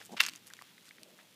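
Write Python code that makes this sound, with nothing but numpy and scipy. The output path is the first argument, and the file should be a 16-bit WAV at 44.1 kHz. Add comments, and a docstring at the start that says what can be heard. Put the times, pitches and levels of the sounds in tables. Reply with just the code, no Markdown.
"""Outdoors in a yard, a piglet roots across bare earth and dry litter, close by.
It gives one soft grunt, made of slow pulses that ring its throat. Then a dry twig snaps under it:
the wood creaks, breaks in quick stages and splinters. Its trotters press into soft soil, scuff the
litter, crush crumbs of earth and flick grit and leaf scraps, which click and ring briefly.
Behind it lie a quiet outdoor hiss and a faint hum."""
import sys
import numpy as np
from scipy import signal
from scipy.fft import rfft, irfft
from scipy.io import wavfile

SR = 44100
rng = np.random.default_rng(int(sys.argv[2]) if len(sys.argv) > 2 else 0)


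def store_wav(level_fs):
    """Save 16-bit WAV to argv[1]."""
    pcm = np.round(np.clip(np.atleast_2d(level_fs), -1, 1) * 32767)
    wavfile.write(sys.argv[1], SR, pcm.T.astype(np.int16))


N = 59535
T = np.arange(N) / SR
HIT_T = T[:8192]   # time in seconds for one short sound

# The tone of the outdoor hiss. Each row: frequency in Hz, relative level in dB.
HISS_SPECTRUM = [(30, -7.5), (70, -7), (120, 2), (190, 7.5), (300, 3), (500, -2), (900, -6.5), (1700, -4.5),
                 (3400, -1), (4700, -6.5), (8000, -11.5), (13000, -12.5)]
# The tone of the yard's echo. Each row: frequency in Hz, relative level in dB.
ECHO_SPECTRUM = [(200, 5), (700, 11.5), (1500, 0), (3000, 2), (6000, -16), (14000, 2)]
# The piglet's weight presses on soft soil.
# Each row: middle in seconds, half width in seconds, level in dB, centre frequency in Hz.
SOIL_PRESSES = [(.01, 0.0096, -58, 510), (0.262, 0.059, -63, 231), (.328, 0.022, -60, 210),
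                (1.069, 0.096, -65.5, 460), (1.134, 0.011, -65, 181), (1.22, 0.074, -70, 655)]
# Trotters scuff the litter.
# Each row: start in seconds, length in seconds, level in dB, top of the bright range in Hz.
TROTTER_SCUFFS = [(0.0, 0.027, -54.5, 4190), (0.017, 0.052, -62.5, 11100), (0.115, 0.024, -56.5, 7750),
                  (0.165, 0.017, -41, 2900), (0.185, 0.0061, -48, 2870), (0.199, 0.051, -41, 4840),
                  (0.258, 0.034, -47.5, 5300), (0.306, 0.0718, -60, 6140), (0.46, 0.027, -59.5, 9000),
                  (0.507, 0.21, -67, 3870), (0.851, 0.041, -61, 8140), (1.188, 0.025, -61, 2700)]
# Crumbs of dry earth are crushed underfoot.
# Each row: start in seconds, peak level in dB, pitch in Hz, crumbling time in seconds.
EARTH_CRUNCHES = [(0.0137, -41.5, 1690, 0.0081), (0.5022, -45, 1860, 0.011), (0.5084, -44.5, 1630, 0.0048),
                  (0.5902, -39.5, 1925, 0.0026), (.6133, -42.5, 1204, 0.013), (0.7791, -46, 2170, 0.0086),
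                  (0.8818, -51, 1560, .01), (0.9076, -41, 2136, 0.017), (.9826, -45.5, 2050, 0.018),
                  (1.1874, -47.5, 1900, 0.019)]
# Grit, pebbles and leaf scraps tick. Each row: start in seconds, peak level in dB, pitch in Hz,
# ring length in cycles, level of the click against the ring in dB.
GRIT_TICKS = [(0.0514, -38, 8000, 17, -16), (0.0586, -35.5, 8300, 6.2, -18), (0.0642, -38.5, 8050, 11, -20),
              (0.336, -33.5, 3540, 6.2, -9), (0.3533, -36, 3740, 21, 5), (0.3599, -32, 6470, 22, -30),
              (0.4703, -36, 9000, 7.1, -3), (0.4772, -36.5, 12000, 3.5, -1),
              (0.4843, -40.5, 4850, 4.5, -10), (0.5015, -40, 7900, 7, -15), (.5364, -27.5, 4400, 4.7, -2),
              (0.5682, -42, 2370, 12, 8), (.6220, -31.5, 1910, 2.2, -4), (0.8907, -39.5, 4700, 4.3, 2),
              (1.0329, -32.5, 5400, 6, -32)]
# The tones the throat rings with. Each row: pitch in Hz, relative level in dB, fade time in seconds.
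THROAT_TONES = [(201.6, 0.5, 0.047), (406, -1, 0.01), (712, 1, 0.012)]
# The tones the twig rings with.
# Each row: pitch in Hz, relative level in dB before filtering, fade time in seconds.
TWIG_TONES = [(711, -6, 0.029), (1205, -14, 0.029), (1695, -11.5, 0.03), (2105, -3, 0.015),
              (2570, 0.5, 0.0044), (2787, 0.5, 0.0094), (3630, -1.5, 0.007), (4400, 3.5, 0.0017),
              (7900, -22, 0.016), (13900, -27, 0.0026)]
# The broken halves ring on. Each row: pitch in Hz, relative level in dB, fade time in seconds.
BROKEN_HALF_TONES = [(2862, -4, 0.16), (2750, -5, 0.14), (4132, -6, 0.22), (4560, -9, 0.35)]
# The stages of the break. Each row: start in seconds, peak level of the wood in dB, level of the click
# against the wood in dB, frequency in Hz above which the wood is dulled (higher for a harder blow).
TWIG_BREAKS = [(0.2025, -14.5, -8.5, 4500), (.2040, -9.5, -20, 9300), (.2062, -4.5, -10, 6900),
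               (.2126, -15.5, -0.5, 6050), (.2148, -23, -14, 5000)]
# Fibres tear after the break.
# Each row: start in seconds, peak level in dB, pitch in Hz, level of the click against the ring in dB.
FIBRE_TEARS = [(0.2206, -24, 2980, -18), (0.232, -26, 4330, -6), (0.2372, -16.5, 3900, -15),
               (0.2514, -22.5, 2900, -21), (0.2571, -33, 3250, -10), (0.2645, -17.5, 5960, -3),
               (0.2679, -24.5, 3080, 2), (0.2852, -22.5, 3000, 7), (0.2883, -23.5, 4630, -9),
               (0.2961, -29.5, 4160, -16)]

GRAIN_LOW_HZ, GRIT_TOP_HZ = 1410, 7900


def from_db(db):
    """Turn decibels into a number to multiply by."""
    return 10 ** (np.asarray(db) / 20)


def rms_one(x):
    """Scale a sound to an average (rms) level of one."""
    return x / np.sqrt(np.mean(x ** 2) + 1e-20)


def peak_one(x):
    """Scale a sound to a peak of one."""
    return x / (np.abs(x).max() + 1e-20)


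def add(out, start_s, sound):
    """Mix a short sound in at the given time."""
    start = int(np.clip(round(start_s * SR), 0, N - 1))
    out[start:start + len(sound)] += sound[:N - start]


def only(x, kind, hz, order):
    """Keep the "low" part, the "high" part or a "band"; a higher order cuts more steeply."""
    return signal.sosfilt(signal.butter(order, hz, kind, fs=SR, output="sos"), x)


def shaped_noise(spectrum):
    """Noise whose tone follows a table of frequencies and levels."""
    hz, db = np.transpose(spectrum)
    bins_hz = np.maximum(np.fft.rfftfreq(N, 1 / SR), 1)
    gains = from_db(np.interp(np.log(bins_hz), np.log(hz), db))
    return rms_one(irfft(rfft(rng.standard_normal(N)) * gains, N))


def fade(t, fade_s):
    """A smooth dying away; the fade time is how long it takes to drop 60 dB."""
    return np.exp(-np.log(1000) * t / fade_s)


def ring(hz, fade_s):
    """One tone of a struck object, dying away."""
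    return np.sin(2 * np.pi * hz * HIT_T) * fade(HIT_T, fade_s)


def struck_body(tones, spread_db):
    """All the tones of an object ring at once, in a slightly different balance each time."""
    rings = [from_db(db + spread_db * rng.standard_normal()) * ring(hz, fade_s)
             for hz, db, fade_s in tones]
    return peak_one(sum(rings))


def crack_force(crumble_s):
    """One sharp push, trailed by tiny further breaks."""
    force = from_db(-11.5) * rng.standard_normal(len(HIT_T)) * fade(HIT_T, crumble_s)
    force[0] = 1
    return force


def small_piece(force, hz, cycles):
    """A force makes a small piece ring with a main tone and a weaker, higher one."""
    upper_hz = 1.59 * hz
    tones = ring(hz, cycles / hz) + from_db(-12) * ring(upper_hz, cycles / upper_hz)
    ringing = signal.fftconvolve(force, tones)[:len(force)]
    return peak_one(only(ringing, "high", hz / 2, order=2))


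def dry_tick(hz, cycles, click_db, crumble_s):
    """A small dry piece clicks and rings for a few cycles."""
    force = crack_force(crumble_s)
    click = only(force, "high", 1120, order=3)
    click = peak_one(only(click, "low", GRIT_TOP_HZ, order=2))
    return peak_one(small_piece(force, hz, cycles) + from_db(click_db) * click)


def grains(per_second, range_db):
    """Grains of dirt click at random moments, most of them softly."""
    sizes = from_db(np.minimum(3 * rng.exponential(1, N), range_db)) * rng.choice([-1, 1], N)
    clicks = sizes * (rng.random(N) < per_second / SR)
    return only(clicks, "high", GRAIN_LOW_HZ, order=2)


def background():
    """A soft outdoor hiss sinks slowly, and a faint hum sinks faster."""
    hiss = from_db(-61 - 1.5 * T) * shaped_noise(HISS_SPECTRUM)
    hum = from_db(-72.5 - 9.5 * T) * rms_one(np.sin(2 * np.pi * 108.8 * T))
    return hiss + hum


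def yard_echo(sound):
    """The ground and the things around scatter a little of the sound back."""
    delay_s = 0.0072
    arrival = np.clip(T / delay_s - 1, 0, 1)
    tail = shaped_noise(ECHO_SPECTRUM) * fade(T, fade_s=0.35) * arrival
    tail /= np.sqrt(np.sum(tail ** 2))
    return from_db(-23.5) * signal.fftconvolve(sound, tail)[:N]


def loose_soil():
    """Crumbs of soil keep shifting faintly."""
    crumbs = grains(per_second=330, range_db=6)
    return from_db(-69.5) * rms_one(only(crumbs, "low", GRIT_TOP_HZ, order=1))


def soil_presses():
    """The piglet's weight pushes into soft soil with dull swells of noise."""
    out = np.zeros(N)
    for middle_s, half_s, db, hz in SOIL_PRESSES:
        soil = rms_one(only(rng.standard_normal(N), "band", [hz / 1.49, hz * 1.49], order=3))
        swell = np.exp(-((T - middle_s) / half_s) ** 2)
        out += from_db(db) * swell * soil
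    return out


def trotter_scuffs():
    """A trotter drags over dirt and litter, and thousands of tiny clicks a second blur into a scrape."""
    rise_s, fall_s = 0.0041, 0.0021
    out = np.zeros(N)
    for start_s, length_s, db, top_hz in TROTTER_SCUFFS:
        dirt = grains(per_second=5800, range_db=12)
        scrape = rms_one(only(dirt, "low", top_hz, order=2))
        rise = np.clip((T - start_s) / rise_s, 0, 1)
        fall = np.exp(-np.maximum(T - start_s - length_s, 0) / fall_s)
        out += from_db(db) * rise * fall * scrape
    return out


def earth_crunches():
    """Crumbs of dry earth give way in a short, dull crunch of many tiny breaks."""
    out = np.zeros(N)
    rise = np.minimum(HIT_T / 0.0006, 1)
    for start_s, db, hz, crumble_s in EARTH_CRUNCHES:
        force = rng.standard_normal(len(HIT_T)) * rise * fade(HIT_T, crumble_s)
        force = only(force, "band", [hz / 2, hz * 2], order=1)
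        add(out, start_s, from_db(db) * small_piece(force, hz, cycles=16))
    return out


def flicked_grit():
    """Single small pieces tick as the trotters knock them."""
    out = np.zeros(N)
    for start_s, db, hz, cycles, click_db in GRIT_TICKS:
        add(out, start_s, from_db(db) * dry_tick(hz, cycles, click_db, crumble_s=0.0044))
    return out


def grunt(pulses):
    """Separate raspy pulses ring the throat, growing louder and quicker towards the last."""
    start_s, first_rate_hz, gap_ratio = 0.0932, 80.5, 0.88
    out = np.zeros(N)
    for k in range(pulses):
        db = -33 - 10.5 * (1 - k / (pulses - 1)) ** 2
        # Each pulse is one sharp push followed by a rasp of swirling air.
        puff = from_db(-21) * rng.standard_normal(len(HIT_T)) * fade(HIT_T, fade_s=0.024)
        puff[0] = 1
        throat = struck_body(THROAT_TONES, spread_db=2)
        add(out, start_s, from_db(db) * peak_one(signal.fftconvolve(puff, throat)))
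        start_s += gap_ratio ** k / first_rate_hz
    voice = only(out, "high", 200, order=4)
    return only(voice, "low", 1090, order=6)   # the closed mouth muffles it


def twig_creak():
    """The bending wood creaks, swelling up to the first break and dying away after it."""
    centre_hz, swell_s = 2640, 0.0039
    break_s = TWIG_BREAKS[0][0]
    creak = only(rng.standard_normal(N), "band", [centre_hz / 1.25, centre_hz * 1.25], order=2)
    swell = np.exp(-np.abs(T - break_s) / swell_s)
    return from_db(-26) * swell * rms_one(creak)


def twig_snap():
    """The wood clicks and rings at every stage of the break, then its fibres tear one by one."""
    out = np.zeros(N)
    for start_s, db, click_db, top_hz in TWIG_BREAKS:
        wood = only(struck_body(TWIG_TONES, spread_db=0.5), "high", 1130, order=4)
        wood = only(wood, "high", 450, order=6)   # a thin stick gives off almost no bass
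        wood = peak_one(only(wood, "low", top_hz, order=1))
        click = peak_one(only(crack_force(crumble_s=0.0088), "high", 3900, order=3))
        halves = from_db(-34) * struck_body(BROKEN_HALF_TONES, spread_db=0.5)
        add(out, start_s, from_db(db) * (wood + from_db(click_db) * click + halves))
    for start_s, db, hz, click_db in FIBRE_TEARS:
        tear = dry_tick(hz, cycles=3.1, click_db=click_db, crumble_s=0.0057)
        add(out, start_s, from_db(db) * tear)
    return out


def scene():
    """The piglet's sounds, their echo in the yard and the background, in one channel."""
    twig = twig_creak() + twig_snap()
    ground = flicked_grit() + earth_crunches() + loose_soil() + trotter_scuffs() + soil_presses()
    piglet = twig + ground + grunt(pulses=6)
    return (piglet + yard_echo(piglet) + background())[None]


def record(dry):
    """The microphone drops the deep bass; the highest treble is cut steeply."""
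    thin = only(dry, "high", 107, order=2)
    treble_cut = signal.firwin(161, 15400, fs=SR)
    return signal.fftconvolve(thin, treble_cut[None], "same")


dry = scene()
out = record(dry)
store_wav(out)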